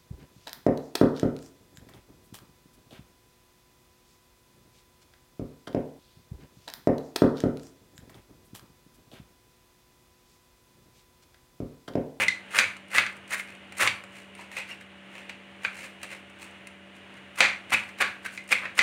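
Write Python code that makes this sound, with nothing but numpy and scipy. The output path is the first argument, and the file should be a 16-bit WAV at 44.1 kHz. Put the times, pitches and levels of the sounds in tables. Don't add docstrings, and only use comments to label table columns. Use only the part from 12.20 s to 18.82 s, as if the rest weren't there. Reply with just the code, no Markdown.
import sys
import numpy as np
from scipy import signal
from scipy.fft import rfft, irfft
from scipy.io import wavfile
from scipy.ndimage import uniform_filter1d

SR = 44100
rng = np.random.default_rng(int(sys.argv[2]) if len(sys.argv) > 2 else 0)


def generate_wav(signal):
    frames = np.transpose(np.atleast_2d(signal))
    scaled = np.clip(frames, -1, 1) * 32767
    pcm = np.round(scaled).astype(np.int16)
    wavfile.write(sys.argv[1], SR, pcm)


N = 291942

# start_s, level_db, board_pitch_hz, hardness_db, blade_pitch_hz, ring_db, drag_db
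BLOWS = [(0.0819, -16.5, 3800, 14, 2044, 6.5, -30), (0.387, -10, 1750, 9.5, 2260, -25, -15.5),
         (0.7819, -10.5, 1530, -1, 2030, -8.5, -21), (0.864, -26.5, 1600, 2.5, 2100, -6, -32),
         (1.196, -28.5, 1790, -8, 2120, -6, -25), (1.623, -20, 1020, -5, 1880, 0, -14),
         (1.674, -14.5, 3080, 5.5, 2265, -6, -28), (2.192, -41, 950, -12, 990, 4, -13),
         (2.367, -28, 2500, -8, 2490, 1, -10), (2.511, -34, 2880, -9, 2784, 18, -20),
         (3.0945, -33.5, 2900, 2, 2050, -10, -24), (3.448, -19, 1550, -12, 2455, -11, -28),
         (5.205, -8, 714, 2.5, 1970, -4.5, -11), (5.5429, -16, 2540, -7, 2556, -1.5, -18),
         (5.8227, -14.5, 1640, -8, 1650, -12, -20.5), (6.059, -31, 1600, -12, 1553, 12, -18),
         (6.175, -31, 2270, 7, 2070, -4, -23), (6.324, -13, 2390, -2, 2200, -10, -22),
         (6.454, -27.5, 1670, -11, 2560, -8, -22), (6.590, -10, 1670, 3, 2030, -6.5, -12.5)]
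# frequency_hz, level_db
BOARD_SPECTRUM = [(110, -36.5), (400, -16.5), (650, -11), (900, -10), (1550, -3), (1900, -3), (2450, 4.5),
                  (2950, -7), (4600, -9.5), (5300, -19), (6000, -15), (8500, -21), (10000, -29),
                  (15500, -46)]
# frequency_hz, level_db
LEAF_SPECTRUM = [(100, -22), (400, -20), (560, -10), (1200, -9.5), (2000, -1), (2600, 0), (3400, -15.5),
                 (4100, -13), (5000, -19.5), (6000, -19), (9000, -17), (11000, -27), (15500, -33)]
LIGHT_TOUCH = dict(bursts_per_s=3500, spread_db=1.5, clump_db=5, clumps_per_s=220)


def amp(db):
    return 10 ** (np.asarray(db) / 20)


def unit_rms(x):
    return x / np.sqrt(np.mean(x ** 2) + 1e-20)


def curve_at(points, hz):
    frequencies, values = np.transpose(points)
    return np.interp(np.log(hz + 1), np.log(frequencies + 1), values)


def add(mix, start_s, sound):
    start = round(start_s * SR)
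    sound = sound[max(-start, 0):]
    part = mix[max(start, 0):][:len(sound)]
    part += sound[:len(part)]


def wander(count, per_s):
    knots = rng.standard_normal(int(count / SR * per_s) + 3)
    return unit_rms(np.interp(np.arange(count) / SR * per_s, np.arange(len(knots)), knots))


def click(spectrum, fizz_db, body_hz=2000, body_db=0, size=2048, treble_hz=4200):
    hz = abs(np.fft.fftfreq(size, 1 / SR))
    colour_db = curve_at(spectrum, hz) + body_db / (1 + ((hz - body_hz) / (0.14 * body_hz)) ** 2)
    treble_share = hz ** 4 / (hz ** 4 + treble_hz ** 4)
    log_gain = np.log(unit_rms(amp(colour_db)) * amp(fizz_db * treble_share))
    response = np.exp(np.conj(signal.hilbert(log_gain)))
    return np.fft.ifft(response).real[:size // 2]


def crackle(events, spectrum, bursts_per_s, spread_db, clump_db, clumps_per_s, body_db=0):
    out, t = np.zeros(N), np.arange(-SR // 8, SR // 4) / SR
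    for onset_s, swell_s, hold_s, fade_s, level_db, fizz_db, *pitch_hz in events:
        force = amp(20 * (np.minimum(t, 0) / swell_s - np.maximum(t - hold_s, 0) / fade_s))
        size_db = spread_db * np.minimum(rng.exponential(1, len(t)), 4)
        size_db += clump_db * wander(len(t), clumps_per_s)
        bursts = amp(size_db) * rng.choice([-1., 1.], len(t)) * (rng.random(len(t)) < bursts_per_s / SR)
        bursts /= np.sqrt(uniform_filter1d(bursts ** 2, size=600) + 1e-6)
        pulse = click(spectrum, fizz_db, *pitch_hz, body_db=body_db)
        add(out, onset_s + t[0], amp(level_db) * signal.fftconvolve(force * bursts, pulse))
    return out


def cuts(graze_lead_s=.013, graze_rise_s=.0095, graze_fade_s=.029,
         press_rise_s=.0058, press_hold_s=.007, press_fade_s=.009):
    # bite_s, length_s, level_db, fizz_db, stack_pitch_hz, bite_pitch_hz
    strokes = [(0.001, 0.035, -22.5, -3.5, 1500, 2400), (0.362, 0.044, -25, 0, 1250, 1530),
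               (0.755, .036, -23, -1.5, 1440, 1880), (1.127, 0.019, -27.5, 1.5, 1400, 1880),
               (1.183, 0.022, -41, 7.5, 1500, 2100), (1.609, .026, -21.5, 2, 1500, 1910),
               (1.645, .028, -27.5, -2, 1050, 1140), (5.189, 0.02, -30, 2.5, 1200, 1400),
               (5.529, 0.011, -18, -2, 720, 2450), (5.810, 0.01, -19.5, -3.5, 725, 1660),
               (6.054, .012, -33.5, -0.5, 650, 1590), (6.318, 0.011, -21, 1, 585, 2450),
               (6.434, .028, -34, -21, 450, 597), (6.580, 0.01, -29.5, 4.5, 1700, 2900)]
    # frequency_hz, level_db
    crunch_spectrum = [(50, -26), (110, -19), (250, -17.5), (400, -14), (540, -10), (680, -11),
                       (1000, -4.5), (1500, -1), (2600, 0), (3200, -9), (5500, -15), (9500, -13),
                       (11500, -22), (15500, -26)]
    grazes, presses, bites = [], [], []
    for bite_s, length_s, db, fizz_db, stack_hz, bite_hz in strokes:
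        swell_s, fade_s = .003 + .8 * length_s, .0098 + .36 * length_s
        graze_s, press_s = bite_s - swell_s - graze_lead_s, bite_s - .6 * swell_s
        grazes.append((graze_s, graze_rise_s, .4 * swell_s, graze_fade_s, db - 21.5, fizz_db + 6.5))
        presses.append((press_s, press_rise_s, press_hold_s, press_fade_s, db - 6.5, -17, stack_hz))
        bites.append((bite_s, swell_s, length_s, fade_s, db, fizz_db, bite_hz))
    dense = dict(bursts_per_s=5000, clumps_per_s=300)
    return (crackle(grazes, LEAF_SPECTRUM, **LIGHT_TOUCH)
            + crackle(presses, crunch_spectrum, spread_db=3, clump_db=4, body_db=14, **dense)
            + crackle(bites, crunch_spectrum, spread_db=3.5, clump_db=2, body_db=5, **dense))


def reverberation(x, gap_s=.0022, build_s=.0034, reflections_per_s=8000):
    # frequency_hz, t60_s
    decay_times = [(150, .5), (400, 0.26), (1000, 0.42), (2500, 0.2931), (7000, 0.27), (14000, 0.46)]
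    # frequency_hz, level_db
    echo_spectrum = [(150, 6), (900, 0.5), (1500, 0.5), (2200, 1.5), (3800, 2.5), (5000, -1), (8000, 0),
                     (14000, -9.5)]
    t = np.arange(SR * 2 // 5) / SR
    reflections = rng.choice([-1., 1.], len(t)) * (rng.random(len(t)) < reflections_per_s / SR)
    reflections *= 1 - np.exp(-np.maximum(t - gap_s, 0) / build_s)
    hz, age_s, bands = signal.stft(reflections, SR, nperseg=256)
    gain_db = curve_at(echo_spectrum, hz)[:, None] - 60 * age_s / curve_at(decay_times, hz)[:, None]
    tail = signal.istft(bands * amp(gain_db), SR, nperseg=256)[1]
    mid_band = abs(rfft(tail, SR))[1300:3000]
    return signal.oaconvolve(x, tail / np.sqrt(np.mean(mid_band ** 2)))


def boom(x):
    # pitch_hz, bandwidth_hz, gain_db
    modes = [(105.6, 7.4, 13.5), (204.5, 17, 11), (534, 31, 4), (2100, 81, -5)]
    return sum(amp(db) * signal.lfilter(*signal.iirpeak(hz, hz / width_hz, SR), x)
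               for hz, width_hz, db in modes)


def room_hiss(level_db=-51.5, swell_db=1):
    # frequency_hz, level_db
    air_spectrum = [(30, -38), (50, -18), (82, 3), (100, -3), (135, 4.5), (165, -1), (400, 1.5),
                    (1200, -1.5), (2000, 2.5), (2900, 1), (3700, -9), (5000, -22), (9500, -21.5),
                    (11500, -35), (15500, -35)]
    gain = amp(curve_at(air_spectrum, np.fft.rfftfreq(N, 1 / SR)))
    hiss = unit_rms(irfft(rfft(rng.standard_normal(N)) * gain, N))
    return amp(level_db + swell_db * wander(N, 6.31)) * hiss


def appliance_hum(waver_hz=.61, flutter_db=.6):
    # pitch_hz, rms_db
    hum_tones = [(86.1, -68), (193.8, -56), (253.0, -69), (296.1, -69), (333.8, -65.5), (419.9, -72.5),
                 (576.0, -64), (705.2, -70)]
    # pitch_hz, rms_db
    whine_tones = [(2885, -64)]
    out = np.zeros(N)
    for hz, db in hum_tones + whine_tones:
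        amplitude = np.sqrt(2) * amp(db + flutter_db * wander(N, 6))
        phase = 2 * np.pi * np.cumsum(hz + waver_hz * wander(N, 9.5)) / SR
        out += amplitude * np.sin(phase)
    return out


def dispersion(x, bandwidth_hz=480):
    centres_hz = np.geomspace(1500, 13000, num=12) * rng.uniform(.9, 1.1, 12)
    r = np.exp(-np.pi * bandwidth_hz / SR)
    allpasses = [(r * r, -2 * r * c, 1, 1, -2 * r * c, r * r)
                 for c in np.cos(2 * np.pi * centres_hz / SR)]
    return signal.sosfilt(allpasses, x)


def near_echoes(x, first_s=.001355, last_s=.008, echo_db=-10, count=6):
    out = x.copy()
    for delay_s in np.geomspace(first_s, last_s, num=count) * rng.uniform(.85, 1.15, count):
        add(out, delay_s, rng.choice([-1, 1]) * amp(echo_db) * x)
    return out / np.sqrt(1 + count * amp(echo_db) ** 2)


def knocks(contact_s=.00016, ring_rise_s=.00059, ring_t60_s=.031, overtone_ratio=1.99, room_db=-5):
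    out, t = np.zeros(N), np.arange(SR // 12) / SR
    impulse, attack = t == 0, t < .003
    for start_s, db, board_hz, hardness_db, blade_hz, ring_db, _ in BLOWS:
        board = click(BOARD_SPECTRUM, hardness_db, board_hz, body_db=7)
        clack = dispersion(signal.fftconvolve(impulse, board)[:len(t)])
        clack /= np.std(clack[attack])
        phase = 2 * np.pi * blade_hz * t
        overtone = amp(-16 + .3 * hardness_db) * np.sin(overtone_ratio * phase)
        envelope = 2 * amp(ring_db - 60 * t / ring_t60_s) * (1 - np.exp(-t / ring_rise_s))
        ring = envelope * (np.sin(phase) + overtone)
        knock = (clack + ring) * np.minimum(t / contact_s, 1)
        knock *= amp(db) / np.std(knock[attack])
        add(out, start_s, near_echoes(knock))
        add(out, start_s, amp(room_db) * reverberation(knock))
    return out


def scrapes(wait_s=.008, swell_s=.0032, hold_s=.023, fade_s=.09, fizz_db=-1.5):
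    drags = [(start_s + wait_s, swell_s, hold_s, fade_s, db + drag_db, fizz_db, blade_hz)
             for start_s, db, _, _, blade_hz, _, drag_db in BLOWS]
    return crackle(drags, BOARD_SPECTRUM, bursts_per_s=2500, spread_db=1,
                   clump_db=6, clumps_per_s=81, body_db=6)


def ticks(decay_s=.004, thin_count=14, thin_db=-42, thin_spread_db=3):
    # start_s, level_db, fizz_db
    sharp_ticks = [(0.347, -14, -13), (0.567, -30.5, 0), (0.6844, -41, 2), (0.7047, -38, 3),
                   (0.7483, -12, -13), (1.078, -36.5, 1), (1.107, -23, 4), (1.1477, -34, -6),
                   (1.351, -37, -7), (1.5226, -29, -5), (1.5828, -22, 9), (1.6105, -8.5, -7),
                   (1.8379, -29, -7), (2.151, -34, 2), (2.2106, -32, -2), (2.316, -27.5, -6),
                   (3.8309, -21.5, 0), (4.228, -33, -4), (4.4708, -25.5, 2), (4.9404, -36, -12),
                   (5.178, -27, -5), (5.498, -29.5, -6), (6.2772, -34, 8)]
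    thin_ribs = [(rng.uniform(0, N / SR), rng.normal(thin_db, thin_spread_db), 0)
                 for _ in range(thin_count)]
    out, t = np.zeros(N), np.arange(SR // 60) / SR
    for start_s, db, fizz_db in sharp_ticks + thin_ribs:
        burst = rng.standard_normal(len(t)) * np.exp(-t / decay_s)
        tick = np.convolve(burst, click(LEAF_SPECTRUM, fizz_db + 5, body_hz=8800, body_db=5))
        add(out, start_s, amp(db - 4) * tick / abs(tick).max())
    return out


def rustles(swell_share=.69, hold_share=.26, fade_share=.97):
    # firmest_s, length_s, level_db, fizz_db
    pushes = [(0.965, 0.02, -58.5, 14), (1.288, 0.076, -46, -1.5), (1.96, 0.11, -48.5, 4.5),
              (2.193, 0.087, -47, 2), (2.328, 0.037, -45, 3), (2.372, 0.048, -34, 3),
              (2.496, 0.067, -40, -1), (2.61, 0.024, -46.5, 0.5), (2.957, 0.11, -44.5, -1.5),
              (3.096, .016, -40, -1), (3.442, 0.041, -37.5, 1), (3.575, 0.13, -42.5, 4.5),
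              (3.641, 0.043, -40, 2), (3.833, 0.046, -38.5, -0.5), (3.916, 0.069, -38.8, 0),
              (4.219, .06, -46, 8.5), (4.76, 0.037, -55.5, 6), (4.967, .04, -49, -5),
              (5.686, 0.03, -42.5, -2), (6.135, 0.073, -52.5, 14)]
    rubs = [(firmest_s, swell_share * length_s, hold_share * length_s, fade_share * length_s, db, fizz)
            for firmest_s, length_s, db, fizz in pushes]
    return crackle(rubs, LEAF_SPECTRUM, **LIGHT_TOUCH)


def scene():
    crackles = amp(-1) * cuts() + amp(-2.5) * rustles() + ticks() + scrapes()
    work = crackles + amp(-5.5) * reverberation(crackles)[:N] + knocks()
    return (work + amp(-2) * boom(work) + room_hiss() + appliance_hum())[None]


def record(dry, low_cut_hz=60, ceiling=.95, notch_hz=7900, notch_width_hz=120, high_cut_hz=15850):
    bass_cut = signal.sosfilt(signal.butter(4, low_cut_hz, "highpass", fs=SR, output="sos"), dry)
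    rounded = ceiling * np.tanh(bass_cut / ceiling)
    notched = signal.lfilter(*signal.iirnotch(notch_hz, notch_hz / notch_width_hz, SR), rounded)
    lowpass = signal.firwin(511, high_cut_hz, window=("kaiser", 9), fs=SR)
    return signal.oaconvolve(notched, lowpass[None], "same")


dry = scene()
out = record(dry)
generate_wav(out)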